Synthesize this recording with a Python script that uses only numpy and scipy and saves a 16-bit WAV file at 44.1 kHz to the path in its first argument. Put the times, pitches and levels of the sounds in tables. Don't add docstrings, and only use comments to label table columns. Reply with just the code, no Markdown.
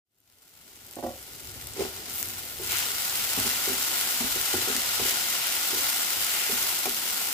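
import sys
import numpy as np
from scipy import signal
from scipy.io import wavfile
from scipy.ndimage import uniform_filter1d

SR = 44100
rng = np.random.default_rng(int(sys.argv[2]) if len(sys.argv) > 2 else 0)


def field_ratio(decibels):
    return 10 ** (np.asarray(decibels, dtype=float) / 20)


def unload_audio(sound):
    columns = np.transpose(np.atleast_2d(sound))
    steps = np.round(np.clip(columns, -1, 1) * 32767)
    wavfile.write(sys.argv[1], SR, steps.astype(np.int16))


N = 323253
STIRRED_DB = -32


def evened(x):
    return x / np.sqrt(np.mean(abs(x) ** 2) + 1e-20)


def smooth_2d(x, bins, frames):
    return uniform_filter1d(uniform_filter1d(x, size=bins, axis=0), size=frames, axis=1)


def read(points, hz):
    f, value = np.transpose(points)
    return np.interp(np.log(hz + 1), np.log(f + 1), value)


def ramp(octaves, width_octaves):
    return np.clip(octaves / width_octaves, 0, 1)[:, None]


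def bumps(t, s, half_s, db):
    return (db * np.exp(-((t[:, None] - s) / half_s) ** 2)).sum(1)


def add(mix, s, sound):
    part = mix[:, round(s * SR):][:, :sound.shape[1]]
    part += sound[:, :part.shape[1]]


def sides(pan_db):
    return field_ratio(np.array([[pan_db / 2], [-pan_db / 2]]))


def band_gain(db_per_hz, hz, lo_hz, hi_hz):
    inside = (hz >= lo_hz) & (hz < hi_hz)
    return field_ratio(db_per_hz) / np.sqrt(np.sum(field_ratio(2 * db_per_hz[inside])) / len(hz))


# (frequency [Hz], left-right likeness [0-1])
PORT_LIKENESS = [(30, 0.72), (80, 0.82), (200, 0.85), (400, 0.69), (800, 0.59), (1400, 0.88), (2500, 0.049),
                 (5000, 0.03), (16000, 0.031)]
# (frequency [Hz], left lead [rad])
PORT_LEAD = [(30, 0.08), (350, 0.32), (700, 0.21), (1400, 1.82), (2600, 0.45), (16000, 0.12)]
# (frequency [Hz], left over right [dB])
PORT_LEAN = [(30, 4), (80, 6), (160, 1.5), (380, -1), (700, 1.5), (1290, 2.5), (2380, 1.6), (4400, 1),
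             (8120, 4), (15000, -1)]


def ports(a, b, hz):
    same = np.clip(read(PORT_LIKENESS, hz), -1, 1)[:, None]
    right = same * a + np.sqrt(1 - same ** 2) * b
    right = right * np.exp(-1j * read(PORT_LEAD, hz))[:, None]
    lean = field_ratio(read(PORT_LEAN, hz) / 2)[:, None]
    return np.array([a * lean, right / lean])


def shaking(t):
    shake_db, shake_s = -21, 0.077
    blows = np.array(SPATULA_BLOWS)
    since = t[:, None] - blows[:, 0]
    return (field_ratio(2 * (blows[:, 1] + shake_db)) * (since > 0) * np.exp(-abs(since) / shake_s)).sum(1)


# (frequency [Hz], density [dB per Hz])
ROAR_COLOUR = [(15, -40), (28, -13), (65, -7), (95, -3), (150, -10.5), (250, -8), (390, -6.5), (520, -13.5),
               (750, -12.5), (1100, -23)]
# (time [s], half length [s], rise [dB])
GROANS = [(0.15, .15, 5), (0.55, 0.087, 4), (1.15, .15, 4), (1.597, 0.19, 10), (2.3, 0.15, 6),
          (2.68, 0.19, 5.5), (3.196, 0.1, 7), (3.446, 0.043, 7), (4.35, .1, 9), (4.64, .06, -2),
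          (4.953, .05, 6), (6.6, 0.088, 7)]


def kitchen():
    roar_db, follow_sizzle = -51.5, 0.14
    deep_db, deep_sag_db_per_s = -0.5, 0.85
    s, sizzle_db, _ = np.transpose(FRYING)
    hz, t, z = signal.stft(rng.standard_normal((2, N)), SR, nperseg=2048, noverlap=1536)
    deep = ramp(np.log2(190 / (hz + 1)), 0.39) * (deep_db - deep_sag_db_per_s * t + bumps(t, *np.transpose(GROANS)))
    steady_db = roar_db + follow_sizzle * (np.interp(t, s, sizzle_db) - STIRRED_DB)
    roar = np.sqrt(field_ratio(2 * (steady_db + deep)) + shaking(t))
    lump_db = 1.8 * evened(smooth_2d(rng.standard_normal(z.shape[1:]), 5, 6))
    shape = band_gain(read(ROAR_COLOUR, hz), hz, 150, 600)[:, None]
    z = ports(*z, hz) * shape * roar * field_ratio(lump_db)
    return signal.istft(z, SR, nperseg=2048, noverlap=1536)[1][:, :N]


def ring(modes, length_s, favour_db=0, rise_s=0.0013):
    hz, db, t60 = np.transpose(modes)[:, :, None]
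    t = np.arange(round(length_s * SR)) / SR
    hz = hz * rng.uniform(0.93, 1.03, hz.shape)
    waves = np.exp((2j * np.pi * hz - np.log(1000) / t60) * t)
    start_rad = rng.uniform(-0.76, 1.0, hz.shape) + rng.uniform(-0.04, 0.99, (2, *hz.shape))
    start_rad = start_rad + np.array([0 * hz, -read(PORT_LEAD, hz)])
    strength = (field_ratio(db + favour_db) * np.exp(1j * start_rad))[:, :, 0]
    x = (strength @ waves).imag * (1 - np.exp(-t / rise_s))
    return x / abs(x).max()


# (frequency [Hz], level [dB], t60 [s])
STOVE_MODES = [(68, -7, 0.56), (99.3, 8, 0.21)]


def knocks(blows, wall, rim, spread_db, lean_db):
    scatter_db = 3.5
    out, t = np.zeros((2, N)), np.arange(600) / SR
    for s, db, hz, thud_db, hard_db in blows:
        favour_db = -np.minimum(28 * np.log2(np.array(wall)[:, :1] / hz) ** 2, spread_db)
        force = field_ratio(db + 0.34) * sides(lean_db + scatter_db * rng.standard_normal())
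        noise = uniform_filter1d(rng.standard_normal((2, 600)), size=12)
        crack = np.gradient(noise, axis=1) * 3.2 * np.exp(-t / 0.0036)
        add(out, s - .001, force * ring(wall, 0.19, favour_db))
        add(out, s - .001, force * field_ratio(hard_db) * ring(rim, 0.066))
        add(out, s - .001, force * field_ratio(hard_db + 6.5) * crack)
        add(out, s, force * field_ratio(thud_db - 2.0) * ring(STOVE_MODES, .22, rise_s=0.011))
    return out


# (time [s], peak [dB], favoured pitch [Hz])
LID_BLOWS = [(0.968, -22.5, 330), (0.988, -24.5, 713), (1.027, -20, 557), (1.04, -18, 400),
             (1.063, -20, 786), (1.067, -23, 347), (1.081, -25, 245), (1.089, -31, 245), (1.104, -28, 544),
             (1.135, -37, 506), (1.158, -36, 537)]
# (frequency [Hz], level [dB], t60 [s])
LID_MODES = [(246, -4.5, 0.16), (345, 4.5, 0.064), (532, -3, 0.19), (592, 2.5, 0.074), (722, 0, 0.12),
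             (790, 3.5, 0.045)]
# (frequency [Hz], level [dB], t60 [s])
LID_RIM_MODES = [(993, -4, 0.12), (1145, -2, 0.11), (1490, -3, 0.052), (1910, -8, 0.081)]


def lid():
    thud_db, hard_db = -20, -15
    blows = [(*row, thud_db, hard_db) for row in LID_BLOWS]
    return knocks(blows, LID_MODES, LID_RIM_MODES, spread_db=3.5, lean_db=-2)


# (time [s], peak [dB], favoured pitch [Hz], stove thud re peak [dB], hardness [dB])
SPATULA_BLOWS = [(1.559, -44, 254, 1, -17), (1.794, -23, 416, -22, -16), (2.215, -42.5, 247, -10, -1),
                 (2.599, -30.5, 384, -29, -19), (3.376, -26.5, 247, -9, -2.5), (3.45, -32, 275, -10, -4),
                 (3.699, -30, 300, -15, -6), (4.207, -27.5, 257, -18, 1), (4.36, -31.5, 378, -20, -16),
                 (4.54, -24, 360, -14, -1.5), (4.63, -44, 393, -10, -5), (4.676, -28.5, 385, -25, -7),
                 (4.998, -27, 380, -17.5, -0.5), (5.731, -31.5, 358, -16, -16), (6.169, -43, 393, -12, -8),
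                 (6.496, -30, 388, -28, 1), (6.856, -32.5, 345, -26, 10.5)]
# (time [s], peak [dB], favoured pitch [Hz])
FURTHER_BLOWS = [(1.766, -35, 440), (1.781, -31, 430), (1.807, -21, 485), (1.819, -26, 408), (1.834, -31, 410),
                 (1.851, -28, 430), (1.885, -40, 400), (2.622, -37, 390), (3.386, -27, 226), (3.408, -38, 200),
                 (3.463, -29, 237), (3.477, -35, 304), (3.676, -27.5, 367), (3.719, -34, 264), (3.741, -37, 380),
                 (4.241, -30, 245), (4.4, -45, 380), (4.552, -33.5, 250), (4.581, -32, 330), (4.7, -28.5, 300),
                 (4.751, -31, 246), (4.779, -40, 276), (5.022, -32, 260), (5.055, -32, 383), (5.119, -39, 331),
                 (5.77, -39, 350), (6.529, -32, 244), (6.868, -29, 345), (6.888, -43, 272)]
# (frequency [Hz], level [dB], t60 [s])
PAN_MODES = [(231, -6, 0.12), (253.6, 1, 0.16), (345, -5.5, 0.17), (394.6, 5.5, 0.13), (446, 3.5, 0.099),
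             (527, -4.5, 0.1)]
# (frequency [Hz], level [dB], t60 [s])
PAN_RIM_MODES = [(648, -2.5, 0.11), (758, 6, 0.062), (845, 3, 0.081), (1090, -1, 0.094), (1320, -12, 0.013),
                 (2170, 0, .03), (2510, 7, 0.025)]


def spatula():
    thud_db, hard_db = -29, -7.5
    further = [(*row, thud_db, hard_db) for row in FURTHER_BLOWS]
    return knocks(SPATULA_BLOWS + further, PAN_MODES, PAN_RIM_MODES, spread_db=12.5, lean_db=-1.5)


# (time [s], peak [dB], pitch [Hz])
SPITS = [(0.1848, -25, 14700), (0.2026, -23, 12400), (0.299, -25, 5180), (0.4202, -29, 13400),
         (0.5739, -26, 15200), (0.6951, -34, 7330), (0.757, -31, 7490), (0.8652, -25, 13400),
         (0.9106, -22, 13000), (0.9271, -24, 13600), (0.9555, -24, 8030), (1.0089, -28, 11500),
         (1.0682, -29, 6570), (1.1146, -29, 12700), (1.186, -28, 7100), (1.4723, -25, 14900),
         (1.554, -28, 15100), (1.6423, -33, 11000), (1.6699, -24, 11100), (1.7347, -24, 8200),
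         (1.9966, -31, 14500), (2.0969, -24, 14000), (2.1373, -20, 14000), (2.1583, -18, 14000),
         (2.2275, -14, 13860), (2.286, -16, 12500), (2.5928, -35, 13800), (2.6174, -21, 14800),
         (2.7848, -16.5, 8050), (3.823, -17, 7500)]


def spits():
    lean_db, scatter_db, lead_db, lead_s = 10, 4, -7.0, 0.0011
    out, t = np.zeros((2, N)), np.arange(200) / SR
    for s, db, hz in SPITS:
        noise = rng.standard_normal((2, 200))
        snap = 0.76 * np.sin(2 * np.pi * hz * t) + np.gradient(noise, axis=1)
        snap = snap * t * np.exp(-t / 0.00013)
        snap = snap / abs(snap.mean(0)).max()
        snap = field_ratio(db) * sides(lean_db + scatter_db * noise[0, 0]) * snap
        add(out, s, field_ratio(lead_db) * snap[::-1])
        add(out, s + lead_s, snap)
    return out


def bubbling(s, sizzle_db, fine_db):
    clumps = evened(uniform_filter1d(rng.standard_normal(N), size=700))
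    clumps = field_ratio(2.3 * np.clip(clumps, -2, 2))
    burst = field_ratio(2.5 * np.minimum(rng.exponential(1, N), 2)) * (rng.random(N) < 1200 * clumps / SR)
    puff = signal.lfilter([1], [1, -np.exp(-1 / (.0005 * SR))], burst)
    spit_db = -1.5 - 0.24 * (sizzle_db - STIRRED_DB) + 0.13 * fine_db
    spit = field_ratio(np.interp(np.arange(N) / SR, s, spit_db)) * evened(puff)
    hiss, crack = rng.standard_normal((2, 2, N))
    crack = evened(signal.lfilter([1, -.3], [1], crack))
    return (clumps ** 0.074 * hiss + spit * crack) / np.sqrt(uniform_filter1d(1 + spit ** 2, size=8000))


# (time [s], sizzle level [dB], fine spray re sizzle [dB])
FRYING = [(0.1, -52, 1), (0.3, -47.5, -1.5), (1.75, -47, -2), (1.82, -38.5, -10), (1.92, -46, -2),
          (2.07, -44, -6), (2.18, -42.5, 7.5), (2.33, -43.5, 0), (2.6, -46, 1), (2.7, -37.5, -1),
          (2.87, -37, -2), (3.15, -35, -0.5), (3.7, -34, -2), (4.1, -34.5, -0.7), (4.7, -33.5, -3.5),
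          (6.4, -34, -0.5), (7.0, -36, -0.7), (7.33, -37, 0)]
# (time [s], rise [dB])
SURGES = [
    (2.77, 3.5),
    (3.46, 1.5),
    (4.0, 1.1),
    (4.52, 0.5),
    (5.1, 1.5),
    (5.85, 1.5),
    (6.66, 2),
    (7.2, 1.5),
]
# (time [s], half length [s], rise [dB])
JUICE = [
    (2.756, 0.077, 4.5),
    (5.048, .1, 1),
    (5.4, 0.15, 1.5),
    (6.383, 0.14, 3.5),
]
# (frequency [Hz], density [dB per Hz])
SIZZLE_COLOUR = [(310, -46), (520, -9), (600, -14), (900, -7), (1200, -9), (1700, -8), (2300, -7),
                 (3800, -4), (6100, -5), (9400, -4.5), (11500, -2.5), (14900, -1), (15700, -1),
                 (16000, -35)]
# (frequency [Hz], width [Hz], level [dB])
PAN_AIR = [(735, 130, 5), (1400, 200, 10), (2060, 300, 3.5), (2900, 500, 3), (5000, 500, 1.5),
           (7600, 900, 2.5), (12400, 1500, 1.5)]


def sizzle():
    surge_half_s, juice_hz, juice_octaves = 0.11, 2350, 0.57
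    s, sizzle_db, fine_db = np.transpose(FRYING)
    hz, t, z = signal.stft(bubbling(s, sizzle_db, fine_db), SR, nperseg=1024, noverlap=768)
    surge_s, surge_db = np.transpose(SURGES)
    level_db = np.interp(t, s, sizzle_db) + bumps(t, surge_s, surge_half_s, surge_db)
    spray = ramp(np.log2(hz / 5500 + 1e-9), 1.78) * (np.interp(t, s, fine_db) - 5.0)
    body = ramp(np.log2(2200 / (hz + 1)), .5) * (-1.33 + 0.01 * (level_db - STIRRED_DB))
    juice_band = np.exp(-(np.log2((hz + 1) / juice_hz) / juice_octaves) ** 2)[:, None]
    juice = juice_band * bumps(t, *np.transpose(JUICE))
    patches = evened(smooth_2d(rng.standard_normal(z.shape[1:]), 20, 10))
    flicker = evened(uniform_filter1d(rng.standard_normal(len(t)), size=4))
    air_db = sum(db / (1 + (2 * (hz - f) / width) ** 2) for f, width, db in PAN_AIR)
    shape = band_gain(read(SIZZLE_COLOUR, hz) + air_db, hz, 1800, 6000)[:, None]
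    gain_db = level_db + 3.0 + spray + body + juice + 0.4 * patches + 0.077 * flicker
    z = ports(*z, hz) * shape * field_ratio(gain_db)
    return signal.istft(z, SR, nperseg=1024, noverlap=768)[1][:, :N]


def scene():
    return kitchen() + lid() + spatula() + spits() + sizzle()


def roll_off(x):
    return signal.sosfilt(signal.butter(12, 16030, fs=SR, output="sos"), x)


def record(dry):
    fade_start_s, fade_s, fade_power = 0.027, 2.23, 1.57
    t = np.arange(N) / SR
    fade = np.sin(np.pi / 2 * np.clip((t - fade_start_s) / fade_s, 0, 1)) ** fade_power
    fade = fade * (t > .05)
    edge = signal.firwin(1601, 15560, window=("kaiser", 9), fs=SR)[None]
    return roll_off(signal.oaconvolve(dry * fade, edge, "same"))


dry = scene()
out = record(dry)
unload_audio(out)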